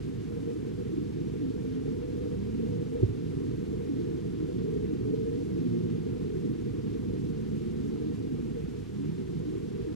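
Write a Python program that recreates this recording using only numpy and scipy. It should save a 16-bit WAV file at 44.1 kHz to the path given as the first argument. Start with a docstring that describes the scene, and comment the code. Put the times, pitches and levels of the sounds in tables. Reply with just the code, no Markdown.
"""Sea lions moan, yelp and growl on a rocky shore across the water, their uneven vocal folds turning
the calls hoarse. Surf rumbles behind them, foam bubbles merge into a wide hiss, and a faint drone hums.
A hand-held camera takes one rebounding bump and later a faint tap. All but the hiss and one dry knock
is muffled, cut off steeply near 500 Hz, with the left side leading."""
import sys
import numpy as np
from scipy import signal
from scipy.fft import rfft, irfft
from scipy.io import wavfile

SR = 44100
rng = np.random.default_rng(int(sys.argv[2]) if len(sys.argv) > 2 else 0)


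def wav_record(signal):
    """Record a signal, one row per channel, as 16-bit PCM in the file named by sys.argv[1]."""
    frames = np.transpose(np.atleast_2d(signal))
    bounded = np.clip(frames, -1, 1)
    # unit amplitude maps onto the largest positive 16-bit level
    quanta = np.round(bounded * 32767).astype(np.int16)
    wavfile.write(sys.argv[1], SR, quanta)


N = 438794
TIME = np.arange(N) / SR
FREQ = np.fft.rfftfreq(N, 1 / SR)


def voice(calls, harmonics, jitter, swell_db, fade_s=0.025):
    """Uneven vocal folds: each call bends along one pitch arc. Harmonics are (multiple, level_db)."""
    waver, shimmer = wander(28), wander(45)
    out = np.zeros(N)
    for start, length, start_hz, mid_hz, end_hz, peak_db, peak_at, rough in calls:
        span = (TIME > start) & (TIME < start + length)
        along = (TIME[span] - start) / length
        pitch_hz = np.polyval(np.polyfit([0, .5, 1], [start_hz, mid_hz, end_hz], 2), along)
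        phase = 2 * np.pi * np.cumsum(pitch_hz * (1 + jitter * rough * waver[span])) / SR
        tone = np.sqrt(2) * sum(undb(db) * np.sin(k * phase) for k, db in harmonics)
        swell = undb(peak_db - swell_db * np.interp(along, [0, peak_at, 1], [1, 0, 1]))
        fade = np.minimum(np.minimum(along, 1 - along) * length / fade_s, 1)
        rasp = (1 + rough * shimmer[span]) / np.hypot(1, rough)
        out[span] += tone * swell * fade * rasp
    return out


# Moan cues: start_s, length_s, start_hz, mid_hz, end_hz, peak_db, peak_position (0-1), roughness (0-1)
MOANS = [ (.27, .16, 472, 466, 454, -36.5, 0.36, 0), (.44, 0.1, 450, 462, 480, -31, 0.64, 0.2),
         (.36, 0.33, 270.2, 299, 297, -34.5, 0.1, 0.77), (1.17, 0.079, 324, 343, 355, -32.5, .5, 0.5),
         (1.58, 0.41, 480.4, 433.2, 478, -38, 0.5, 0.2), (1.63, 0.36, 260.3, 264.6, 277, -32, 0.15, 0.3),
         (2.0, 0.4, 282.4, 290, 307, -36.5, 0.52, 0.55), (2.02, 0.36, 484, 490, 476, -33, 0.45, 0.54),
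         (2.28, 0.44, 159.4, 214, 220, -34.5, 0.7, 0.03), (2.57, 0.49, 460.6, 472.7, 471, -34, 0, 0.71),
         (3.28, 0.21, 279, 273, 257, -35.5, 0.33, 0.1), (4.0, 0.21, 340, 329.4, 336, -34, 0, 0.15),
         (4.57, 0.25, 443, 450, 453, -35.5, 0.53, 0.35), (4.64, 0.25, 418, 415, 427, -32.5, 0.53, 0.12),
         (4.97, 0.49, 425, 440, 498, -34.5, 0.7, 0.37), (5.0, 0.45, 253, 262, 288, -37, 0.94, 0.4),
         (5.03, 0.16, 293, 285, 281, -33, 0.3, 0.3), (5.42, .46, 296, 343.7, 359, -33, 0.78, 0.33),
         (5.59, 0.25, 262.4, 245.3, 239, -28, 0.14, 0.32), (5.83, 0.24, 240.4, 229.3, 188, -36, 0.15, 0.6),
         (6.25, 0.26, 335.5, 385, 418, -36.5, 0.66, 0.28), (6.4, 0.41, 305, 320.4, 294, -36, 0.25, 0.2),
         (6.45, 0.65, 222, 222, 216.5, -35.5, 0.62, 0.41), (6.96, 0.15, 372, 363.6, 357, -38, 0.3, 0.2),
         (7.05, 0.264, 303.3, 305.4, 330, -37.5, 0.67, 0.3), (7.08, 0.13, 486, 496, 488, -35, 0.5, 0.36),
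         (7.3, 1.35, 216, 222.9, 224.1, -35, 0.28, 0.26), (7.55, 0.29, 348, 352, 348, -36.5, 0.46, 0.21),
         (7.8, 0.35, 274.2, 301, 307, -34.5, 0.75, 0.3), (8.14, 0.35, 289.8, 261.3, 234, -34.5, 0.7, 0.13),
         (8.54, 0.1, 465, 483, 480, -36.5, .5, .7), (8.9, 0.7, 202, 208.7, 210, -37, 0.04, 0.4),
         (8.97, 0.22, 140.8, 154.2, 194, -33.5, .55, 0.14), (9.15, 0.25, 401.4, 366, 341, -37.5, 0.2, 0.16),
         (9.2, 0.32, 188, 165.4, 140, -39.5, 0.55, 0.33), (9.49, 0.114, 375, 381, 382, -34.5, 0.6, .25),
         (9.58, 0.3, 409.4, 402, 385, -38.5, 0.86, 0.13), ]

def moans(trim_db=-1):
    """The nearer sea lions moan and bleat in round, almost pure tones, clear or hoarse."""
    return undb(trim_db) * voice(MOANS, [(1, 0), (2, -16)], jitter=.04, swell_db=8)


# Yelp cues: start_s, length_s, start_hz, mid_hz, end_hz, peak_db, peak_position (0-1), roughness (0-1)
YELPS = [ (.885, .2, 424.3, 298.2, 365, -30.5, 0.41, 0.48),
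         (1.385, 0.14, 360, 269.6, 294, -30.5, 0.46, 0.27), (3.868, 0.15, 361, 264.4, 350, -31, 0.19, .35),
         (4.36, .13, 344, 305.5, 350, -32.5, 0.54, 0.22), (4.865, 0.11, 350, 304, 335, -29.5, 0.5, .2),
         (8.98, 0.1325, 280, 289, 340, -35.5, 0.66, 0.18), (9.43, 0.17, 314.7, 309, 363, -32.5, 0.26, 0.22),
         (9.85, 0.091, 396, 307, 330, -35, 0.7, 0.24), ]

def yelps():
    """Short, brighter calls with a quicker attack, most swooping down and up again."""
    return voice(YELPS, [(1, 0), (2, -12)], jitter=.04, swell_db=5, fade_s=.018)


# Growl cue: start_s, length_s, start_hz, mid_hz, end_hz, peak_db, peak_position (0-1), roughness (0-1)
GROWL = (5.5, 0.63, 59.5, 57, 49.5, -35, 0.5, 0.16)

def growl(trim_db=1):
    """Slowly pulsing vocal folds: one deep growl, carried by its low harmonics with no fundamental."""
    return undb(trim_db) * voice([GROWL], [(2, -6), (3, 0), (4, -7), (6, -13)], jitter=.06, swell_db=8)


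def far_colony(trim_db=-3, lowest_hz=135, octaves=1.5, length_s=.3, glide_oct=.0698, rough=.26, count=90):
    """Farther animals overlap in a bed of short, gliding moans that rides the surf's rumble level."""
    calls = []
    for when, pitch, stretch, slope in rng.random((count, 4)):
        length = length_s * (.5 + stretch)
        glide = glide_oct * (2 * slope - 1) * np.array([-1, 0, 1])
        arc_hz = lowest_hz * 2 ** (octaves * pitch + glide)
        calls.append((when * TIME[-1] - length / 2, length, *arc_hz, 0, .5, rough))
    chorus = voice(calls, [(1, 0)], jitter=.05, swell_db=6)
    rumble_db = automation(SURF_LEVELS)[0]
    return unit(chorus) * undb(trim_db + rumble_db)


# Surf band faders, before the trims: time_s, rumble_db, boom_db, wash_db
SURF_LEVELS = [(0.0, -41.5, -48, -53), (0.55, -43.5, -54, -45), (0.91, -39.5, -52.5, -43.5),
               (1.25, -42, -52.5, -47), (1.6, -43, -52, -46), (1.99, -43, -47.5, -42.5),
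               (2.52, -41, -46.5, -47.5), (2.8, -40.5, -54, -48), (2.99, -43, -49, -40.5),
               (3.27, -40, -48.5, -46), (4.46, -41.5, -50, -43), (4.75, -39.5, -49, -41.5),
               (5.0, -41, -50, -41), (5.4, -42, -47.5, -42), (5.9, -42, -55.5, -43),
               (6.1, -40.5, -51, -42.5), (6.73, -40, -48, -46), (7.2, -39.5, -47, -47.5),
               (7.5, -42, -49, -48.5), (8.23, -41.5, -50.5, -45), (8.6, -42.5, -46, -47.5),
               (8.8, -44.5, -52.5, -51), (9.34, -43.5, -51.5, -50), (9.95, -43, -51, -43)]
# Tone colour of the surf: frequency_hz, gain_db
SURF_EQ = [(12, -37), (25, -16), (36, -21.5), (60, -7.5), (85, -8.5), (110, -4.5), (160, -2.5), (200, -4.5),
           (300, -3.5), (400, 3.5), (500, 8.5), (700, -2), (1200, -15)]

def surf(boom_trim_db=3, rumble_trim_db=7, wash_trim_db=9, churn_db=.8, crossovers_hz=(95, 320)):
    """Breakers behind the rocks: a deep boom, a rumble and a wash on top, each churning on its own."""
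    rumble_db, boom_db, wash_db = automation(SURF_LEVELS)
    colour = undb(eq_curves(SURF_EQ)[0])
    above_boom, above_rumble = (1 / (1 + (hz / (FREQ + 1)) ** 12) for hz in crossovers_hz)
    bands = [(1 - above_boom, boom_db + boom_trim_db),
             (above_boom - above_rumble, rumble_db + rumble_trim_db),
             (above_rumble, wash_db + wash_trim_db)]
    return sum(noise(colour * np.sqrt(np.abs(share))) * undb(db + churn_db * wander(12))
               for share, db in bands)


# Tone colour of the foam: frequency_hz, gain_db
FOAM_EQ = [(400, 3.5), (700, -1.36), (1300, -2.5), (2300, -4.5), (3200, -6), (4160, -8), (6300, -12),
           (10700, -20), (13900, -26.5), (15500, -32)]

def foam(mid_db=-58, side_trim_db=-3.5, fizz_db=.98):
    """Countless far bubbles merge into a wide, smooth hiss whose octaves each stir a little."""
    colour = undb(eq_curves(FOAM_EQ)[0])
    octave = np.log2(np.clip(FREQ, 1000, 16000) / 1000)
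    mid, side = 0, 0
    for k in range(5):
        band = colour * np.sqrt(np.maximum(1 - np.abs(octave - k), 0))
        stir = np.linalg.norm(band) * undb(fizz_db * wander(31))
        mid += stir * noise(band)
        side += stir * noise(band)
    width = undb(side_trim_db) * unit(side) * np.array([[1], [-1]])
    return undb(mid_db) * (unit(mid) + width)


# Soft hits on the camera: start_s, level_db, dull_above_hz
BUMPS = [(3.0175, -21, 230), (3.028, -13, 900), (3.0903, -23.5, 260), (3.097, -29, 420),
         (5.008, -26.5, 900)]
# Resonances of the camera in the hand: pitch_hz, gain_db, attack_s, t60_s
BODY_MODES = [(104, 7, 0.0094, 0.077), (72, -7, 0.0032, 0.14), (215, -2, 0.0063, 0.042),
              (364, 18.5, 0.0059, 0.024), (305, -12, 0.005, 0.14), (455, -13, .005, 0.054)]

def bumps():
    """A touch, a blow, two rebounds and later a faint tap each ring the camera's damped body."""
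    out = np.zeros(N)
    for start, level_db, dull_hz in BUMPS:
        age = np.maximum(TIME - start, 0)
        for hz, gain_db, attack, t60 in BODY_MODES:
            strength = undb(level_db + gain_db) / (1 + (hz / dull_hz) ** 4)
            envelope = (1 - np.exp(-(age / attack) ** 2)) * undb(-60 * age / t60)
            out -= strength * envelope * np.sin(2 * np.pi * hz * age)
    return out


def knock(trim_db=-37, delay_s=.0087, spread_s=.0055, centre_hz=520, width_hz=300):
    """The contact of the hardest bump adds a short, dry burst of noise."""
    start, level_db, _ = max(BUMPS, key=lambda bump: bump[1])
    contact = np.exp(-((TIME - start - delay_s) / spread_s) ** 2)
    return undb(level_db + trim_db) * contact * noise(bell(centre_hz, width_hz))


def drone(pitch_hz=108.2, level_db=-50.5, octave_db=-9, drift_db=2):
    """A faint low tone with its octave, never quite steady in pitch or level."""
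    phase = 2 * np.pi * np.cumsum(pitch_hz * (1 + .05 * wander(31.6))) / SR
    tone = np.sin(phase) + undb(octave_db) * np.sin(2 * phase)
    shimmer = 1 + .45 * wander(47)
    drift = undb(drift_db * wander(.86))
    return undb(level_db) * unit(tone * shimmer * drift)


def muffle(x, cutoff_hz=489.4, fuzz_db=-18, flutter_hz=90, buzz_db=-14, buzz_hz=93.75):
    """A brick-wall low-pass; sound near the cutoff flutters and buzzes faintly, spilling above it."""
    taps = signal.firwin(1025, cutoff_hz, window="boxcar", fs=SR)
    low = signal.fftconvolve(x, taps, mode="same")
    near_edge = irfft(rfft(low) * bell(cutoff_hz, width_hz=55), N)
    on_edge = irfft(rfft(low) * bell(cutoff_hz, width_hz=25), N)
    saw = sum(np.sin(2 * np.pi * k * buzz_hz * TIME) / k for k in range(1, 6))
    return low + undb(fuzz_db) * near_edge * wander(flutter_hz) + undb(buzz_db) * on_edge * saw


# Stereo image of the low end: frequency_hz, left_minus_right_db, left_lead_rad
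LOW_STEREO = [(20, -.8, .02), (60, -3.5, .27), (85, -4.4, .48), (120, -5.1, 1.05), (160, -4, 1.46),
              (220, -2.1, 1.8), (320, -.7, 2.02), (500, -.3, 2.14)]

def low_stereo(x):
    """The muffled lows are one signal on both sides, the left leading in phase, the right louder."""
    balance_db, lead_rad = eq_curves(LOW_STEREO)
    left = rfft(x) * undb(balance_db / 2) * np.exp(1j * lead_rad)
    right = rfft(x) * undb(-balance_db / 2)
    return irfft(np.array([left, right]), N)


def undb(db):
    """Decibels to gain."""
    return 10 ** (np.asarray(db) / 20)


def unit(x):
    """Scale to rms 1."""
    return x / np.sqrt(np.mean(x ** 2))


def automation(table):
    """The columns of a timed table, sample by sample."""
    time_s, *columns = np.transpose(table)
    return [np.interp(TIME, time_s, column) for column in columns]


def eq_curves(table):
    """The columns of a frequency table, bin by bin."""
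    hz, *columns = np.transpose(table)
    return [np.interp(np.log(FREQ + 1), np.log(hz), column) for column in columns]


def bell(centre_hz, width_hz):
    """A bell-shaped passband, as gain per bin."""
    return np.exp(-((FREQ - centre_hz) / width_hz) ** 2)


def noise(gain):
    """Noise of rms 1, coloured by a gain per bin."""
    return unit(irfft(rfft(rng.standard_normal(N)) * gain, N))


def wander(rate_hz):
    """Smooth random modulation of rms 1, rolling off near rate_hz."""
    return noise(bell(0, rate_hz) * (FREQ > 0))


def scene():
    """The mix: muffled surf, sea lions, drone and bumps, with the knock and the foam left open."""
    shore = surf() + moans() + yelps() + growl() + far_colony() + drone()
    return low_stereo(muffle(shore + bumps())) + knock() + foam()


def record(dry, top_hz=15700, fade_s=.004):
    """The master: a quick fade at each end, and the camera's steep cut of the top treble."""
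    fade = np.minimum(np.minimum(TIME, TIME[-1] - TIME) / fade_s, 1)
    high_cut = signal.ellip(10, .1, 70, top_hz, fs=SR, output="sos")
    return signal.sosfilt(high_cut, dry * fade)


dry = scene()
out = record(dry)
wav_record(out)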